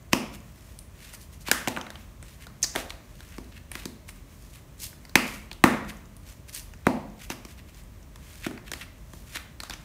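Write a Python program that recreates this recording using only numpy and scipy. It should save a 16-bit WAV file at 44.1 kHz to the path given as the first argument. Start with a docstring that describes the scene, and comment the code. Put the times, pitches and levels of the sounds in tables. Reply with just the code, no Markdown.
"""Stiff cards snap, thud, tick and hiss as they are shuffled, knocked square and dealt on a table, close to
a microphone in a small bare room; a tail of about half a second follows, over steady rumble and hiss.
Contacts are short noise rattles through resonances of trapped air, card and edge, plus decaying table modes.
Sliding is grainy noise under bell-shaped strokes; the room is a decaying noise response with bass modes."""
import sys
import numpy as np
from scipy import signal
from scipy.fft import rfft, irfft
from scipy.io import wavfile

SR = 44100
rng = np.random.default_rng(int(sys.argv[2]) if len(sys.argv) > 2 else 0)


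def transcribe(signal):
    """Save signal, clipped to [-1, 1], as a 16-bit WAV file at the path in sys.argv[1]."""
    frames = np.atleast_2d(signal).T
    limited = np.clip(frames, -1, 1)
    pcm = np.round(limited * 32767).astype(np.int16)
    wavfile.write(sys.argv[1], SR, pcm)


N = 433944
CONTACT_N = 4000   # samples per contact


def from_db(db):
    """Decibels to gain."""
    return 10 ** (np.asarray(db) / 20)


def rms_one(x):
    """Scale each row to unit rms."""
    return x / np.sqrt(np.mean(x ** 2, axis=-1, keepdims=True) + 1e-20)


def peak_one(x):
    """Scale to unit peak."""
    return x / np.max(np.abs(x))


def at_hz(points, hz, column=1):
    """Read one column of a table on a log-frequency axis."""
    points = np.array(points)
    return np.interp(np.log(hz), np.log(points[:, 0]), points[:, column])


def coloured(x, spectrum):
    """Give a noise the spectrum of a table; rms 1."""
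    hz = np.fft.rfftfreq(len(x), 1 / SR) + 1   # +1 avoids log(0)
    return rms_one(irfft(rfft(x) * from_db(at_hz(spectrum, hz)), len(x)))


def drift(rate_hz):
    """Slow random curve, spread 1: noise through a double pole at rate_hz."""
    step = 40   # samples per drift point
    r = np.exp(-2 * np.pi * rate_hz * step / SR)
    noise = rng.standard_normal(N // step + 2002)
    slow = signal.lfilter([1], [1, -2 * r, r * r], noise)[2000:]   # settled part
    return np.interp(np.arange(N) / step, np.arange(len(slow)), rms_one(slow))


def resonate(x, hz, width_hz):
    """One resonance with unit gain on top."""
    r = np.exp(-np.pi * width_hz / SR)
    numerator = [(1 - r * r) / 2, 0, (r * r - 1) / 2]
    return signal.lfilter(numerator, [1, -2 * r * np.cos(2 * np.pi * hz / SR), r * r], x)


def band_filter(x, order, hz, kind):
    """Butterworth filter."""
    return signal.sosfilt(signal.butter(order, hz, kind, fs=SR, output="sos"), x)


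def contact_drive(contact_ms):
    """Card rattling on a surface: row 0 the near rattle, row 1 the even spectrum of one click.
    Summed over all directions, as the walls get it, the rattle has that even spectrum."""
    t = np.arange(CONTACT_N) / SR
    envelope = (1 - np.exp(-t / 0.00042)) * np.exp(-t * 1000 / contact_ms)
    rattle = rng.standard_normal(CONTACT_N) * envelope
    click = 1.0 * (t == 0)
    return np.array([rattle, click])


def air_slap(drive, hz):
    """Air trapped under a flat card: broad resonances around one pitch."""
    low = resonate(drive, 0.54 * hz, 0.71 * hz)
    high = resonate(drive, 1.24 * hz, 0.47 * hz)
    fixed = resonate(drive, 2120, 1230)
    return resonate(low - 1.29 * high + 0.26 * fixed, hz, 1.75 * hz)


def card_flex(drive, hz):
    """The bending card rings briefly; its body radiates little above 3 kHz."""
    body = resonate(drive, hz, 0.79 * hz) + 0.28 * resonate(drive, 1300, 1400)
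    return band_filter(resonate(body, hz, 0.48 * hz), 3, 3000, "low")


def edge_crack(drive, hz, splash):
    """The card edge cracks at a pitch; splash is the share of broad noise beside it."""
    pitched = resonate(resonate(drive, hz, 0.24 * hz), hz, 0.5 * hz)
    return band_filter(pitched + splash * resonate(drive, 4000, 6800), 2, 2900, "high")


def table_thud(thud_db):
    """Heavy table top starts late and softly, rings a few cycles; light landings favour upper modes."""
    # table-top modes: f/Hz, relative level/dB before tilt and chance, t60/s
    table_modes = [(130, -17, 0.011), (150, -36.5, 0.035), (211, -8.5, 0.017), (246.6, 9, 0.025),
                   (309, -10.5, 0.087), (353, -13.5, 0.03), (464, -20.5, 0.0098), (600, -30, 0.0149)]
    tilt_per_db, pivot_hz, spread_db = 0.5, 230, 1.5   # tilt: dB/octave per dB below full strength
    late = np.maximum(np.arange(CONTACT_N) / SR - 0.003, 0)
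    thud = np.zeros(CONTACT_N)
    for hz, db, t60_s in table_modes:
        tilt_db = -tilt_per_db * thud_db * np.log2(hz / pivot_hz)
        gain = from_db(db + rng.normal(0, spread_db) + tilt_db)
        thud += gain * np.sin(2 * np.pi * hz * late) * from_db(-60 * late / t60_s)
    return peak_one(thud * (1 - np.exp(-late / 0.0018)))


def all_contacts():
    """Rows of (slap Hz, s, slap dB, thud dB, flex dB, flex Hz, crack dB, crack Hz, contact ms, splash)."""
    # cards or pack landing, a few (3.382, 3.855, 8.464 s) a finger knocking the table: t/s, slap rms/dB, thud
    # peak/dB, flex rms/dB, flex f/Hz, crack rms/dB, slap f/Hz
    landings = [(0.131, -29.5, -10.5, -30, 2530, -32, 905), (1.484, -43.5, -29, -62, 2080, -47, 810),
                (1.514, -34.5, -22.5, -26, 1550, -27.5, 1060), (1.674, -36, -20, -41, 2740, -45, 744),
                (1.682, -41, -29, -45.5, 1880, -40, 750), (1.772, -36.5, -27, -47.5, 1500, -55, 1080),
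                (2.752, -39, -30, -39, 1480, -50, 1000), (2.759, -37, -26.5, -41, 1810, -39.5, 600),
                (3.382, -53, -28, -62, 2220, -58, 810), (3.753, -51.5, -34.5, -46.5, 1930, -49.5, 910),
                (3.855, -55, -25.5, -56, 1980, -46, 800), (5.155, -26.5, -11.5, -21.5, 2220, -28.5, 1040),
                (5.639, -19.5, -3.5, -21.5, 1770, -30, 1020), (6.867, -26, -8, -41.5, 2090, -41.5, 750),
                (7.301, -44.5, -26, -49, 2640, -46, 910), (7.45, -59.5, -37.5, -60.5, 2550, -56.5, 900),
                (8.158, -61, -51, -64.5, 1670, -60, 896), (8.464, -46, -19.5, -47, 1310, -51, 546),
                (8.51, -56, -36, -63, 1500, -64, 550), (8.716, -51.5, -36.5, -47.5, 1580, -45, 696),
                (9.134, -59, -39.5, -63, 1610, -60.5, 795)]
    # edges catching and flicking on each other: t/s, flex rms/dB, crack rms/dB, crack f/Hz
    ticks = [(0.789, -84, -53.5, 9200), (1.136, -57, -56, 9300), (1.764, -46, -55.5, 3500),
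             (1.783, -55, -60, 6150), (1.812, -51, -53.5, 5760), (1.866, -51.5, -62, 3920),
             (1.903, -51.5, -54, 3940), (1.955, -56, -70, 4630), (2.226, -59.5, -59, 8000),
             (2.468, -54, -58.5, 4150), (2.8, -70, -52, 3650), (2.896, -69, -56, 4200),
             (2.904, -50, -49.5, 3980), (3.205, -57, -59.5, 3780), (3.716, -52, -49, 9100),
             (4.089, -55, -57, 9000), (4.929, -60, -72, 3560), (5.051, -61, -60.5, 4730),
             (5.094, -65, -60.5, 4460), (5.514, -50.5, -55.5, 3760), (5.529, -66, -55, 4200),
             (6.166, -80, -61.5, 9330), (6.548, -77, -47.5, 9000), (6.736, -58.5, -66, 5950),
             (8.576, -53.5, -65, 4490), (8.735, -46.5, -47, 4300), (9.357, -46, -48, 3700),
             (9.602, -50.5, -46.5, 4260), (9.634, -49.5, -49.5, 4020), (9.697, -47.5, -48, 4670),
             (9.707, -48.5, -53, 3640), (9.736, -53, -51.5, 5840)]
    # card corner springing off the thumb in three thin, bright bursts: t/s, flex rms/dB, crack rms/dB, crack f/Hz
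    flicks = [(2.628, -55, -29.5, 6050), (2.634, -49, -38, 6060), (2.640, -48, -35.5, 4900)]
    crack_to_flex = 2.06   # pitch ratio
    landing_ms, tick_ms, flick_ms = 1.8, 2, 6.4
    landing_splash, tick_splash, flick_splash = 0.9, 0.43, 0.2
    light_slap_hz, light_flex_hz = 957, 1743   # ticks and flicks; flex is the centre of its spread
    slap_re_flex_db, thud_re_flex_db = -4.5, 7.5
    faint_count, faint_crack_db, faint_crack_hz = 60, -75, 6200   # centres of the spread

    rows = []
    for s, slap_db, thud_db, flex_db, flex_hz, crack_db, slap_hz in landings:
        rows.append((slap_hz, s, slap_db, thud_db, flex_db, flex_hz,
                     crack_db, crack_to_flex * flex_hz, landing_ms, landing_splash))

    faint = []   # very faint, short, high ticks at random times
    for s in rng.random(faint_count) * N / SR:
        a, b, c = rng.standard_normal(3)
        faint.append((s, faint_crack_db - 11 + 4 * a, faint_crack_db + 4 * b, faint_crack_hz * 1.175 ** c))

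    for events, contact_ms, splash in [(ticks + faint, tick_ms, tick_splash), (flicks, flick_ms, flick_splash)]:
        for s, flex_db, crack_db, crack_hz in events:
            flex_hz = light_flex_hz * 1.28 ** rng.standard_normal()
            rows.append((light_slap_hz, s, flex_db + slap_re_flex_db, flex_db + thud_re_flex_db,
                         flex_db, flex_hz, crack_db, crack_hz, contact_ms, splash))
    return rows


def contacts():
    """Each rattle drives trapped air, card and edge; the table thuds with the slap.
    Returns parts (slap and thud, flex, crack) x (near, to walls) x samples."""
    out = np.zeros((3, 2, N + CONTACT_N))
    for slap_hz, s, slap_db, thud_db, flex_db, flex_hz, crack_db, crack_hz, contact_ms, splash in all_contacts():
        drive = contact_drive(contact_ms)
        slap = from_db(slap_db) * rms_one(air_slap(drive, slap_hz))
        thud = from_db(thud_db) * table_thud(thud_db)
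        flex = from_db(flex_db) * rms_one(card_flex(drive, flex_hz))
        crack = from_db(crack_db) * rms_one(edge_crack(drive, crack_hz, splash))
        at = round(s * SR)
        out[..., at:at + CONTACT_N] += [slap - thud, flex, crack]
    return out[..., :N]


def slides():
    """Dense friction grains between two faces: bright hiss and duller scrape from the flexing card."""
    # friction hiss spectrum: f/Hz, relative level/dB per Hz
    hiss_spectrum = [(410, -76), (700, -24.5), (984, -8), (1300, -14.5), (2220, -3), (6480, 0.5),
                     (14800, -4), (16000, -17.5)]
    # cards and fingers rubbing: t/s of peak, rise half length (Gaussian sigma)/ms, hiss/dB, scrape/dB
    rubs = [(0.128, 4.2, -41, -33.5), (0.346, 13, -49, -50.5), (.68, 104, -60, -66), (1.06, 58, -52.5, -53),
            (1.144, 10, -46.5, -57), (1.225, 18, -51.5, -77), (1.34, 22, -57, -66), (1.42, 10, -51, -72),
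            (1.483, 14.3, -40.5, -35), (2.3, 51, -58, -59), (2.425, 17.5, -53, -50.5),
            (2.622, 2.3, -43, -68), (2.787, 22, -41, -36.5), (3.3, 150, -60, -61.5), (3.337, 15, -81, -56),
            (3.527, 6.6, -75, -55), (3.568, 13, -59, -49.5), (3.775, 36, -51, -48), (3.83, 11, -57, -52),
            (4.095, 11, -47, -56), (4.44, 74, -58, -76), (4.555, 24, -55.5, -59), (4.841, 25, -36, -58),
            (5.31, 70.5, -47, -57), (5.896, 10.3, -44.5, -43), (6.29, 34, -53.5, -58.5),
            (6.492, 8.9, -49, -50), (6.568, 20.5, -36, -48), (6.858, 5.1, -60, -47),
            (7.232, 22, -48.5, -49), (7.316, 10.3, -39.5, -36), (7.505, 22, -54.5, -54.5),
            (7.59, 11, -58, -52), (7.69, 11, -59, -56), (7.78, 30, -56.5, -59), (8.351, 88, -54.5, -57.5),
            (8.456, 15.4, -47, -37.5), (8.68, 18, -56, -50.5), (8.78, 30, -54, -60),
            (8.821, 13.4, -52.5, -42.5), (9.18, 68, -58.5, -73), (9.31, 30, -54, -56),
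            (9.35, 15.5, -46, -43.5), (9.366, 6.9, -44, -34), (9.66, 15, -55, -51), (9.73, 7.5, -52, -43)]
    fade_to_swell, reach_s = 0.94, 0.3   # strokes are cut at reach_s either side
    grain_db = 4 * np.minimum(rng.exponential(1, N), 4.5) + 3 * drift(150)
    grains = rng.standard_normal((2, N)) * from_db(grain_db)
    hiss = coloured(grains[0], hiss_spectrum)
    scrape = resonate(resonate(grains[1], 1000, 3600), 1700, 3500)
    scrape = rms_one(resonate(scrape, 1200, 3000))
    out, t = np.zeros(N), np.arange(N) / SR
    for s, half_ms, hiss_db, scrape_db in rubs:
        near = slice(max(round((s - reach_s) * SR), 0), round((s + reach_s) * SR))
        sigma_ms = np.where(t[near] < s, half_ms, fade_to_swell * half_ms)
        stroke = np.exp(-0.5 * ((t[near] - s) * 1000 / sigma_ms) ** 2)
        out[near] += stroke * (from_db(hiss_db) * hiss[near] + from_db(scrape_db) * scrape[near])
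    return out


def room(x):
    """Echo tail: half-octave noise bands, each dying at its own rate, and standing waves in the bass."""
    # noise tail: f/Hz, t60/s, level/dB
    tail_bands = [(60, 0.96, -13), (168.4, 1, -5), (271, 0.4, -4.5), (424, 0.58, 1), (1013, 0.61, -6.5),
                  (2770, 0.59, -8), (7200, 0.42, -7.5), (14000, 0.35, -5)]
    # standing waves: f/Hz, level/dB, t60/s
    standing_waves = [(125.8, -60, 0.24), (190.5, -60.5, 0.47), (213, -65.5, 1), (242, -60, 0.25),
                      (294, -71, 0.68), (404, -65.5, 0.39)]
    t = np.arange(SR) / SR
    tail = np.zeros(SR)
    for hz, db, t60_s in standing_waves:
        tail += from_db(db - 60 * t / t60_s) * np.sin(2 * np.pi * hz * t)
    white = rng.standard_normal((2, SR))   # neighbouring bands use different noise
    edges_hz = 45 * 2 ** np.arange(0, 8.6, 0.5)
    for k, (low, high) in enumerate(zip(edges_hz, edges_hz[1:])):
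        hz = np.sqrt(low * high)
        band = band_filter(white[k % 2], 2, [low, high], "band")
        decay = from_db(-60 * t / at_hz(tail_bands, hz))
        decay /= np.sqrt(np.sum(decay ** 2))
        tail += from_db(at_hz(tail_bands, hz, column=2)) * band * decay
    onset = np.clip((t - 0.003) / 0.00095, 0, 1)
    return signal.fftconvolve(x, tail * onset)[:N]


def air():
    """Steady rumble and hiss from shaped noise; part of the hiss comes and goes."""
    # background spectrum: f/Hz, relative level/dB per Hz
    air_spectrum = [(25, -28.5), (42, 6.5), (74, 1.5), (210, -9.5), (498, -22), (622, -18), (740, -26.5),
                    (1070, -23), (1410, -29), (1990, -28.5), (4850, -37.5), (6060, -34.5), (9450, -38),
                    (10400, -39.5), (15500, -37.5)]
    steady_db, hiss_re_steady_db = -46, -6.5
    steady = coloured(rng.standard_normal(N), air_spectrum)
    hiss = band_filter(coloured(rng.standard_normal(N), air_spectrum), 2, 1500, "high")
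    waver = from_db(5 * drift(5))
    return from_db(steady_db) * (steady + from_db(hiss_re_steady_db) * waver * hiss)


def scene():
    """Cards, room and air; each part of a contact radiates its own way and meets other echoes."""
    parts, sliding = contacts(), slides()
    near = parts[:, 0].sum(axis=0) + sliding
    echoes = room(sliding) + sum(room(part) for part in parts[:, 1])
    return (near + echoes + air())[None]


def record(dry):
    """Cut deep bass, clip whatever exceeds full scale, then cut the top."""
    no_bass = band_filter(dry, 4, 38, "high")
    top_cut = signal.ellip(10, 0.5, 60, 15620, fs=SR, output="sos")   # ripple/dB, stopband/dB, f/Hz
    return signal.sosfilt(top_cut, np.clip(no_bass, -1, 1))


dry = scene()
out = record(dry)
transcribe(out)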